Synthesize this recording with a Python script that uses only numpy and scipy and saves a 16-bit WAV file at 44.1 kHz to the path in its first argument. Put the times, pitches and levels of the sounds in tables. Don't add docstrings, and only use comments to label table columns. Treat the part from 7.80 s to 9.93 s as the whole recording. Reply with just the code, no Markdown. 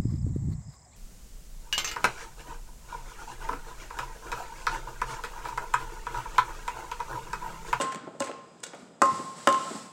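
import sys
import numpy as np
from scipy import signal
from scipy.fft import rfft, irfft
from scipy.io import wavfile

SR = 44100
rng = np.random.default_rng(int(sys.argv[2]) if len(sys.argv) > 2 else 0)


def store_wav(level_fs):
    pcm = np.round(np.clip(np.atleast_2d(level_fs), -1, 1) * 32767)
    wavfile.write(sys.argv[1], SR, pcm.T.astype(np.int16))


N = 93844

# frequency in Hz, relative level in dB.
ROOM_TONE_EQ = [(20, -16), (60, 1), (100, -3.5), (170, 6.5), (300, 1.5), (600, 1), (1000, -8), (2000, -17),
                (4000, -20), (4850, -38), (4970, -3.5), (5100, -44), (6300, -24), (7800, -18), (10000, -51),
                (13000, -64), (16000, -62)]
HISS_EQ = [(30, -1), (110, -3.5), (180, 11.5), (300, -1), (900, 5.5), (1500, -0.5), (2500, -6.5),
           (4000, -5), (5200, -3.5), (6200, -7), (7900, 1.5), (9000, -10.5), (11000, -19), (13000, -30),
           (15500, -29)]
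# time in seconds, level in dB.
HISS_FADER = [(0, -39.5), (.2, -66.5), (.4, -64.5), (.9, -65.5), (1.0, -56), (1.188, -70), (1.238, -47.5),
              (1.35, -41.5), (1.47, -47), (1.55, -50.5), (1.589, -45), (1.66, -46.5), (1.8, -42),
              (1.96, -42), (2.05, -48), (2.13, -56)]
# start in seconds, gains in dB for thud, knock, pestle ring and clay ring,
# clay brightness in dB per octave, seconds until the clay ring drops in level.
BLOW_CUES = [(.001, -26, -30, -56, -25.5, 3.5, 0.166), (0.4051, -23.5, -20, -45, -30.5, 3.5, 0.024),
             (.836, -49, -60, -56, -52.5, 14.5, 0.04), (1.2181, -18.5, -5.5, -10, -15, -8, 0.043),
             (1.6728, -19, -2.5, -16, -16, -1, 0.08)]
# pitch in Hz, relative level in dB, seconds to fall 60 dB.
STOOL_MODES = [(109, -20, 0.2), (242.3, -5.5, 0.069), (317.5, -0.5, 0.036), (553, -1.5, 0.14),
               (854.3, -7, 0.082)]
PESTLE_MODES = [(1175, -7, 0.1), (1260, -6, 0.14), (1352, -7, 0.073), (1880, -9, 0.023), (2530, -26, 0.085)]
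UPPER_CLAY_MODES = [(1316, -17, 0.68), (2844, -16, 0.21), (3590, -20, 0.12)]
MAIN_CLAY_MODE = (1056, 0, .62)
# frequency in Hz, relative level in dB.
KNOCK_EQ = [(30, -49), (90, -7), (150, -1), (260, 21), (700, 16.5), (1000, 11), (1400, 19), (2000, 8),
            (3000, -22.5), (5000, -1), (16000, -29)]
SPIT_EQ = [(300, -35), (2000, -15), (3500, -8), (5500, -6), (7000, -2), (8100, 2), (9200, -10),
           (11000, -20), (13000, -26), (16000, -30)]
PULP_EQ = [(100, -39), (400, 5), (1000, -2.5), (1900, 0.5), (3300, -9), (5000, -27.5), (9000, -36),
           (16000, -37)]
# start in seconds, spit gain in dB, pulp gain in dB, decay in seconds.
SQUELCH_CUES = [(0.01, -14.5, -9.5, 0.0086), (0.017, -16.5, -20, 0.0071), (.035, -37, -18, 0.02),
                (0.12, -25, -18, 0.009), (0.146, -24.5, -20, 0.0011), (0.157, -30, -25, 0.0013),
                (.399, -26, -50, 0.0011), (0.4028, -13.5, -23, 0.0015), (0.4205, -23, -15.5, 0.0031),
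                (0.44, -23, -24, 0.0084), (0.4596, -27, -27, .002), (0.4689, -28, -20, 0.013),
                (0.5146, -40, -23.5, 0.00051), (.803, -39, -66, 0.0012), (0.831, -27.5, -28, 0.0043),
                (0.8351, -15.5, -20.5, 0.005), (.864, -27, -29, .006), (.9335, -54, -27, 0.006),
                (0.946, -37, -32, .005), (1.2183, -8.5, -6.5, 0.0019), (1.2555, -23, -21, 0.0025),
                (1.673, -10, -4, 0.0014), (1.6874, -17, -21, 0.0026), (1.726, -17.5, -22, 0.00072),
                (1.744, -28, -17.5, 0.0018)]
# start in seconds, gain in dB, centre frequency in Hz.
BUMP_CUES = [(.035, -16.5, 233), (.155, -17.5, 221), (0.232, -21.5, 260), (0.272, -18.5, 260),
             (.272, -19, 574), (.345, -24.5, 450), (.484, -22, 700), (.492, -13, 452), (.934, -19, 537),
             (0.996, -31, 235), (1.021, -25, 222), (1.317, -15, 178), (1.386, -16.5, 237),
             (1.395, -17.5, 410), (1.575, -32.5, 420), (1.907, -14.5, 398), (1.946, -15, 250)]
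# frequency in Hz, seconds to fall 60 dB, level in dB.
REVERB_BANDS = [(40, 0.9, 2), (101, 1, 9), (204, 0.96, -3.5), (400, 0.32, -3), (700, 0.71, 0),
                (1040, 0.63, 0), (1343, 0.81, 5), (1530, 0.71, -6), (4240, 0.69, -3), (8040, 0.32, -6),
                (15100, 0.45, -21)]


def amp(db):
    return 10 ** (np.asarray(db) / 20)


def unit(x):
    return x / np.sqrt(np.sum(x ** 2) + 1e-20)


def read(points, hz):
    f, value = np.transpose(points)
    return np.interp(np.log(hz + 1), np.log(f + 1), value)


def add(mix, start_s, sound):
    part = mix[max(0, round(start_s * SR)):][:len(sound)]
    part += sound[:len(part)]


def click(eq, size=4096):
    log_gain = np.log(amp(read(eq, abs(np.fft.fftfreq(size, 1 / SR)))))
    spectrum = np.exp(np.conj(signal.hilbert(log_gain)))
    return unit(np.fft.ifft(spectrum).real[:size // 2])


def noise(eq):
    gain = amp(read(eq, np.fft.rfftfreq(N, 1 / SR)))
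    return np.sqrt(N) * unit(irfft(rfft(rng.standard_normal(N)) * gain, N))


def burst(t, rise_s, decay_s):
    envelope = (1 - np.exp(-t / rise_s)) * np.exp(-t / decay_s)
    return unit(rng.standard_normal(len(t)) * envelope)


def waver(count, width_hz):
    hz = np.fft.fftfreq(count, 1 / SR)
    spectrum = rng.standard_normal(count) + 1j * rng.standard_normal(count)
    wobble = np.fft.ifft(spectrum * np.exp(-(hz / width_hz) ** 2))
    return np.sqrt(count) * unit(wobble)


def room_tone(level_db=-55):
    return amp(level_db) * noise(ROOM_TONE_EQ)


def hiss():
    level_db = np.interp(np.arange(N) / SR, *np.transpose(HISS_FADER))
    return amp(level_db) * noise(HISS_EQ)


def struck_body(modes, t):
    return sum((-1) ** k * amp(db - 60 * t / t60) * np.sin(2 * np.pi * hz * t)
               for k, (hz, db, t60) in enumerate(modes))


def knock(t, scatter_db=3):
    scatter = amp(scatter_db) * burst(t, rise_s=.0004, decay_s=.018)
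    return 2 * signal.fftconvolve((t == 0) + scatter, click(KNOCK_EQ))


def clay_ring(t, tilt_db, clean_s, drop_s=.01, drop_db=-11, flutter=.45):
    dropped = np.clip((t - clean_s) / drop_s + .5, 0, 1)
    out = np.zeros(len(t))
    for hz, db, t60 in [MAIN_CLAY_MODE, *UPPER_CLAY_MODES]:
        wobble = 1 + flutter * dropped * waver(len(t), width_hz=16)
        swing = np.exp(2j * np.pi * hz * t) * wobble
        brightness_db = tilt_db * np.log2(hz / MAIN_CLAY_MODE[0])
        out += amp(db + brightness_db - 60 * t / t60) * swing.imag
    return amp(drop_db * dropped) * out


def blows():
    thud, wood, clay = np.zeros((3, N))
    t = np.arange(SR) / SR
    for start_s, thud_db, knock_db, pestle_db, clay_db, tilt_db, clean_s in BLOW_CUES:
        add(thud, start_s, amp(thud_db) * struck_body(STOOL_MODES, t))
        add(wood, start_s, amp(knock_db) * knock(t))
        add(wood, start_s, amp(pestle_db) * struck_body(PESTLE_MODES, t))
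        add(clay, start_s, amp(clay_db) * clay_ring(t, tilt_db, clean_s))
    return thud, wood, clay


def squelches(snaps_per_s=12000):
    out, t = np.zeros(N), np.arange(SR // 10) / SR
    spit, pulp = click(SPIT_EQ), click(PULP_EQ)
    for start_s, spit_db, pulp_db, decay_s in SQUELCH_CUES:
        for colour, db in ((spit, spit_db), (pulp, pulp_db)):
            snaps = burst(t, rise_s=.0014, decay_s=decay_s)
            snaps *= rng.random(len(t)) < snaps_per_s / SR
            add(out, start_s, 2 * amp(db) * unit(signal.fftconvolve(snaps, colour)))
    return out


def bumps(push=.4, skirt_db_per_octave=16.5, rounding_octaves=.17):
    out, t = np.zeros(N), np.arange(SR // 10) / SR
    hz = np.geomspace(20, SR / 2, num=64)
    for start_s, db, centre_hz in BUMP_CUES:
        peak_db = -skirt_db_per_octave * np.hypot(np.log2(hz / centre_hz), rounding_octaves)
        contact = push * (t == 0) + burst(t, rise_s=.0033, decay_s=.01)
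        bump = signal.fftconvolve(contact, click(np.c_[hz, peak_db]))
        add(out, start_s, 2 * amp(db) * unit(bump))
    return out


def kitchen_reverb(send, build_s=.0027):
    bands = np.array(REVERB_BANDS)
    hz, t, wash = signal.stft(rng.standard_normal(SR), SR, nperseg=256)
    t60 = read(bands[:, :2], hz)[:, None]
    gain = amp(read(bands[:, ::2], hz))[:, None]
    envelope = amp(-60 * t / t60) * (1 - np.exp(-t / build_s))
    envelope *= gain / np.sqrt(SR * np.mean(envelope ** 2, axis=1, keepdims=True))
    _, tail = signal.istft(wash * envelope, SR)
    return signal.fftconvolve(send, tail)[:N]


def scene():
    layers = np.array([*blows(), squelches(), bumps()])
    sends = amp([-4.5, -19, -4.5, -1, -4.5])
    reverb = kitchen_reverb(sends @ layers)
    return (layers.sum(axis=0) + reverb + hiss() + room_tone())[None]


def record(dry, low_cut_hz=119, high_cut_hz=15800):
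    low_cut = signal.butter(3, low_cut_hz, "highpass", fs=SR, output="sos")
    high_cut = signal.firwin(511, high_cut_hz, window=("kaiser", 9), fs=SR)
    return signal.oaconvolve(signal.sosfilt(low_cut, dry), high_cut[None], "same")


dry = scene()
out = record(dry)
store_wav(out)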